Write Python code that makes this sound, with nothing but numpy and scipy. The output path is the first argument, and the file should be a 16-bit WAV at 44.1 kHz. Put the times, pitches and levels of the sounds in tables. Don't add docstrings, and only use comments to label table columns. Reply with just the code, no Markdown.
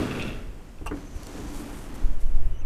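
import sys
import numpy as np
from scipy import signal
from scipy.fft import rfft, irfft
from scipy.io import wavfile
from scipy.ndimage import uniform_filter1d

SR = 44100
rng = np.random.default_rng(int(sys.argv[2]) if len(sys.argv) > 2 else 0)


def rack_gain(trim_db):
    fader = np.asarray(trim_db, float)
    return 10 ** (fader / 20)


def persist_wave(psi):
    counts = np.round(np.clip(psi, -1, 1) * 32767).astype(np.int16)
    wavfile.write(sys.argv[1], SR, np.atleast_2d(counts).T)


N = 116865

# time [s], level [dB]
GLASS_ROLL = [(0, -34.5), (.1, -37.5), (.2, -38), (.3, -42), (.36, -46.5), (.4, -48), (.46, -54.5),
              (.52, -58), (.75, -67)]
# frequency [Hz], width [Hz], level [dB]
GLASS_BODY = [(143, 22, -11), (248, 20, 7), (379, 68, 5.5), (510, 51, -7.5), (1170, 120, -1.5),
              (1354, 64, -1)]
# frequency [Hz], level [dB]
GLASS_RUB = [(100, 2.5), (236, 4.5), (546, -6), (900, -13), (1900, -16), (3900, -25), (12000, -38),
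             (14600, -74)]
# time [s], level [dB]
WHEEL_ROLL = [(0.0, -49), (0.024, -44), (0.1, -48), (0.114, -40), (0.132, -49), (0.156, -42), (0.186, -50),
              (0.196, -37), (0.62, -73)]
# frequency [Hz], width [Hz], level [dB]
WHEEL_BODY = [(2400, 400, -7), (2660, 330, 0), (3250, 450, -6)]
# start [s], level [dB], brightness [dB per octave]
KNOCKS = [(.001, -26.5, -2.4), (.173, -25, 1.5), (.813, -40.5, -3), (.9115, -19.5, 1), (.917, -35, 2.5),
          (.923, -27, -0.6), (.942, -33.5, -2), (.972, -32.5, 0), (1.35, -43, -2.5), (1.383, -37, -1.5),
          (1.92, -40, 10)]
# frequency [Hz], level [dB], 60 dB decay [s]
FRAME_MODES = [(99.3, -5, .12), (184.3, -8, .15), (293.3, 5, .17), (395, 0, .11), (472, -4.5, .09),
               (726, -4, .05), (1087, -6, .06), (1450, -5, .04), (1850, -9, .03), (2500, -18, .02)]
# time [s], level [dB]
BREEZE = [(0, -41), (.4, -35.5), (.72, -42.5), (.9, -34), (1.3, -42), (1.55, -35.5), (1.8, -39.5),
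          (2.0, -35.5), (2.1, -28.5), (2.4, -28.5), (2.65, -31)]
# frequency [Hz], density [dB per Hz]
RUMBLE = [(4, 4), (15, 7.5), (35, 9), (70, -3), (140, -15.5), (300, -55.5)]
# time of the swing [s], push [dB], suction [dB], length [s]
EDDIES = [(0.867, -22.5, -38, 0.0042), (1.161, -31, -27.5, 0.0047), (1.565, -24.5, -24, 0.0072),
          (1.932, -48, -24, 0.0081), (2.042, -24, -8, 0.01), (2.133, -12, -14.5, 0.024),
          (2.266, -9.5, -14, 0.014), (2.345, -13.5, -4.5, 0.016), (2.44, -8.5, -31, 0.032),
          (2.454, -27, -14, 0.0098), (2.505, -31, -15.5, 0.012), (2.586, -31, -15, 0.035),
          (2.67, -12, -18, 0.022)]
# frequency [Hz], level [dB]
YARD_COLOUR = [(90, 0.5), (250, -4), (700, -13.5), (1500, -20.5), (3200, -26.5), (6000, -74)]
# time [s], yard [dB], hiss [dB]
AIR_LEVELS = [(0, 3.5, -62), (.8, -1.5, -60.5), (1.4, 5, -72), (2.3, 2, -60.5), (2.65, 0, -71.5)]
# frequency [Hz], density [dB per Hz]
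HISS_COLOUR = [(1000, 4.5), (7500, 6.5), (12500, -1.5), (15000, 5)]
# start [s], level [dB], brightness [dB per octave]
TICKS = [(.079, -42, -1), (.1121, -27, -8), (.1511, -25, -13), (.1965, -20.5, -6), (.201, -26, -11),
         (.2184, -24.5, -3), (.2235, -29, 7), (.231, -33, -4), (.28, -27.5, -1.5), (.33, -32, -3),
         (.5132, -46, -10), (.7851, -40, -3)]
# frequency [Hz], level [dB], 60 dB decay [s]
TRACK_MODES = [(2600, 6, .022), (3450, 2, .018), (4400, -6, .014), (5050, -7, .014), (5750, -9, .012),
               (6900, -12, .01), (8100, -14, .011)]
# time [s], roll [dB], brush strip [dB]
SCREEN_ROLL = [(.8, -63, -90), (.97, -43.5, -65), (1.12, -51.5, -60), (1.3, -42, -53.5), (1.5, -40.5, -54),
               (1.66, -39.5, -62), (1.8, -42.5, -73), (2.0, -43, -59.5), (2.15, -52, -67.5)]
# frequency [Hz], width [Hz], level [dB]
SCREEN_BODY = [(217, 52, 5.5), (283, 28, 8.5), (400, 130, -40), (756, 580, -1.5), (1230, 1100, -30)]
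# frequency [Hz], density [dB per Hz]
BRUSH_COLOUR = [(1760, -20), (3000, -7), (4500, -2), (5250, -4), (5900, 1), (7200, -1), (9500, -7.5),
                (15000, -15)]
# time [s], pitch [Hz], level [dB]
SQUEAL = [(.93, 6100, -80), (.98, 6080, -65), (1.05, 6120, -65), (1.08, 6170, -58), (1.105, 6130, -67),
          (1.15, 6050, -63), (1.21, 5930, -66), (1.25, 5870, -61), (1.33, 5900, -70)]
# start [s], level [dB], brightness [dB per octave]
SNAPS = [
    (.8612, -31.5, -9.5),
    (.8640, -29, -7),
    (.8685, -37, 4),
    (.8725, -28.5, 3),
    (.877, -37, -11),
    (.883, -38, -1),
]
# frequency [Hz], level [dB], 60 dB decay [s]
LATCH_MODES = [(700, -3, .022), (877, 2, .035), (1090, 1, .04), (1300, -6, .03), (1590, -4, .03),
               (1950, -12, .02), (2380, -8, .025), (2800, 6, .035), (3400, -13, .012), (4540, -11, .02),
               (5040, -12, .02), (5880, -8, .025)]
# start [s], level [dB], brightness [dB per octave]
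PINGS = [
    (.8605, -30, -0.5),
    (.8655, -38.5, 4.5),
    (.8682, -26, 0),
    (.872, -41, 3),
    (.877, -46, -4),
]
# frequency [Hz], level [dB], 60 dB decay [s]
PIN_MODES = [(5830, -8, .012), (7900, -5, .012), (8350, -2, 0.011), (9000, -3, .01), (10300, -8, 0.011),
             (11900, -11, 0.011), (13300, -12, .012)]
# start [s], level [dB], brightness [dB per octave]
CLICKS = [(.912, -48, -5), (.953, -50, 3), (1.005, -50, 1), (1.2325, -32, -2), (1.2615, -40, -1.5),
          (1.2685, -30, -.5), (1.307, -42, -1), (1.443, -46, 1), (1.5466, -40, 2), (1.577, -41, 3),
          (1.84, -43, -5), (1.89, -43, -6), (1.943, -47, 2), (2.17, -48, 0), (2.232, -41, -3),
          (2.265, -44, -6)]
# frequency [Hz], level [dB], 60 dB decay [s]
GUIDE_MODES = [(2800, -4, .012), (4400, 0, .012), (5200, -3, .01), (7050, -1.5, .015), (9500, -8, .008)]
# centre [s], length [s], level [dB]
SCUFFS = [
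    (1.166, 0.058, -59),
    (1.577, 0.15, -49.5),
    (1.775, 0.28, -52),
    (1.955, 0.025, -50.5),
    (2.214, 0.042, -55.5),
]
# frequency [Hz], level [dB]
SCUFF_COLOUR = [(1500, -3.5), (5200, -0.5), (6000, 2), (8300, 4.5), (12000, -0.5), (15000, -2.5)]
# time [s], pitch [Hz], level [dB], octave level [dB]
BIRD = [(2.505, 2860, -85, -91), (2.52, 2910, -68, -72), (2.555, 2985, -60, -70), (2.585, 2900, -69, -70),
        (2.592, 3250, -76, -64), (2.602, 3080, -67, -62), (2.613, 3070, -72, -63), (2.619, 2900, -68, -68),
        (2.624, 2800, -90, -90)]
# time [s], pitch [Hz], level [dB]
BIRD_FALL = [(2.61, 2950, -85), (2.618, 2800, -63), (2.635, 2300, -64), (2.65, 2250, -62)]


def evened(x):
    return x / np.sqrt(np.mean(x ** 2) + 1e-20)


def curve(rows, axis=1, off=None):
    rows = np.array(rows, float)
    return np.interp(np.arange(N) / SR, rows[:, 0], rows[:, axis], off, off)


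def colour(x, points):
    f, db = np.transpose(points)
    hz = np.fft.rfftfreq(N, 1 / SR) + .1
    low = 12 * np.minimum(np.log2(hz / f[0]), 0)
    gain = rack_gain(np.interp(np.log(hz), np.log(f), db) + low)
    return evened(irfft(rfft(x) * gain, N))


def wander(rate_hz):
    hz = np.fft.rfftfreq(N, 1 / SR)
    slow = (hz > 0) / (1 + (hz / rate_hz) ** 2)
    return evened(irfft(rfft(rng.standard_normal(N)) * slow, N))


def resonate(x, hz, width):
    turn = np.exp(2j * np.pi * np.cumsum(hz * np.ones(len(x))) / SR)
    r = np.exp(-np.pi * width / SR)
    return 2 * (turn * signal.lfilter([1 - r], [1, -r], x / turn)).real


def resonate_twice(x, hz, width):
    return resonate(resonate(x, hz, width), hz, width)


def grit(per_s, spread_db):
    size = rack_gain(spread_db * np.minimum(rng.exponential(1, N), 4))
    sign = rng.choice([-1., 1.], N)
    return evened(size * sign * (rng.random(N) < per_s / SR))


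def body(x, peaks, filt=resonate):
    return evened(sum(rack_gain(db) * evened(filt(x, hz, width)) for hz, width, db in peaks))


def strike(hits, modes, crack_db, rise_s, rough):
    out, t = np.zeros(N + SR), np.arange(SR // 4) / SR
    chance = rng.random((len(hits), len(modes), 2))
    for (s, db, tilt_db), draw in zip(hits, chance):
        ring = rack_gain(crack_db - 60 * t / 0.017) * rng.standard_normal(len(t))
        for (hz, mode_db, t60), (a, b) in zip(modes, draw):
            level_db = mode_db + tilt_db * np.log2(hz / 2000) + 6.17 * (a - 2.0)
            drift = uniform_filter1d(np.cumsum(rng.standard_normal(len(t))), size=24)
            phase = 2 * np.pi * hz * (1 + 0.06 * (b - .5)) * t + rough * np.sqrt(hz / 2000) * drift
            ring += rack_gain(level_db - 60 * t / t60) * np.sin(phase)
        at = max(round(s * SR), 0)
        out[at:at + len(t)] += rack_gain(db) * ring * np.minimum(t / rise_s, 1)
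    return out[:N]


def doorway(x):
    t60_s, level_db = 0.077, -7
    t = np.arange(SR // 2) / SR
    tail = grit(2000, .1)[:len(t)] * rack_gain(-60 * t / t60_s) * (t > .004)
    return x + rack_gain(level_db) * signal.fftconvolve(x, tail / np.linalg.norm(tail))[:N]


def glass_door():
    drive = grit(4000, 1.5) * rack_gain(.6 * wander(40))
    rub = colour(grit(9000, 1.2) * rack_gain(.6 * wander(30)), GLASS_RUB)
    roll = rack_gain(curve(GLASS_ROLL, off=-120)) * (body(drive, GLASS_BODY) + rack_gain(5) * rub)
    chatter = grit(1500, 2.5) * rack_gain(.8 * wander(36))
    wheel = body(chatter, WHEEL_BODY, resonate_twice)
    return roll + wheel * rack_gain(curve(WHEEL_ROLL, off=-120) - 1.5)


def frame_knocks():
    return strike(KNOCKS, FRAME_MODES, crack_db=-49, rise_s=0.00081, rough=.14)


def wind():
    t = np.arange(N) / SR
    out = rack_gain(curve(BREEZE) + 1.7 * wander(2.6)) * colour(rng.standard_normal(N), RUMBLE)
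    for s, push_db, suck_db, length in EDDIES:
        u = (t - s) / length
        swing_db = push_db + (suck_db - push_db) * (1 + np.tanh(2 * u)) / 2
        out = out + rack_gain(swing_db) * -u * np.exp(.5 - .5 * u ** 2)
    return out


def yard():
    level_db = -49 + curve(AIR_LEVELS) + 0.48 * wander(3.5)
    return rack_gain(level_db) * colour(rng.standard_normal(N), YARD_COLOUR)


def hiss():
    level_db = curve(AIR_LEVELS, axis=2) + 0.55 * wander(33)
    return rack_gain(level_db) * colour(rng.standard_normal(N), HISS_COLOUR)


def track_ticks():
    return strike(TICKS, TRACK_MODES, crack_db=-42, rise_s=0.00089, rough=.08)


def screen_door():
    drive = grit(2500, 2.6) * rack_gain(.9 * wander(40))
    roll = rack_gain(curve(SCREEN_ROLL, off=-120)) * body(drive, SCREEN_BODY)
    bristles = colour(grit(9000, 1.8) * rack_gain(.9 * wander(50)), BRUSH_COLOUR)
    brush = rack_gain(curve(SCREEN_ROLL, axis=2, off=-120)) * bristles
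    squeal = evened(resonate_twice(rng.standard_normal(N), curve(SQUEAL), width=330))
    return roll + brush + squeal * rack_gain(curve(SQUEAL, axis=2, off=-120))


def latch():
    snaps = strike(SNAPS, LATCH_MODES, crack_db=-20, rise_s=0.0011, rough=.09)
    return snaps + strike(PINGS, PIN_MODES, crack_db=-15, rise_s=0.00045, rough=.06)


def guide_clicks():
    return strike(CLICKS, GUIDE_MODES, crack_db=-10.5, rise_s=0.00011, rough=.08)


def scuffs():
    t = np.arange(N) / SR
    shape = sum(rack_gain(db) * np.exp(-(2.4 * (t - s) / length) ** 2) for s, length, db in SCUFFS)
    return shape * colour(grit(7600, 2.5), SCUFF_COLOUR)


def bird():
    early_s, early_db = .3, -2
    turn = 2 * np.pi * np.cumsum(curve(BIRD) * (1 + 0.00424 * wander(200))) / SR
    low = rack_gain(curve(BIRD, axis=2, off=-140)) * np.sin(turn)
    octave = rack_gain(curve(BIRD, axis=3, off=-140)) * np.sin(2 * turn)
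    opening = (0.72 * low + octave) * (np.arange(N) < BIRD[3][0] * SR)
    early = rack_gain(early_db) * np.roll(opening, -round(early_s * SR))
    fall = 2 * np.pi * np.cumsum(curve(BIRD_FALL)) / SR
    falling = rack_gain(curve(BIRD_FALL, axis=2, off=-140)) * np.sin(fall)
    return np.sqrt(2) * rack_gain(2.7 * wander(80)) * (low + octave + early + falling)


def scene():
    hits = doorway(frame_knocks() + track_ticks() + latch())
    near = glass_door() + hits + screen_door() + guide_clicks() + scuffs()
    return (near + wind() + yard() + hiss() + bird())[None]


def roll_off(x):
    return signal.sosfilt(signal.butter(12, 15120, fs=SR, output="sos"), x)


def record(dry):
    top_hz, top_loss = 14000, .8
    hz = np.fft.rfftfreq(N, 1 / SR)
    dulling = 1 - top_loss / (1 + np.exp((top_hz - hz) / 300))
    return roll_off(irfft(rfft(dry) * dulling, N))


dry = scene()
out = record(dry)
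persist_wave(out)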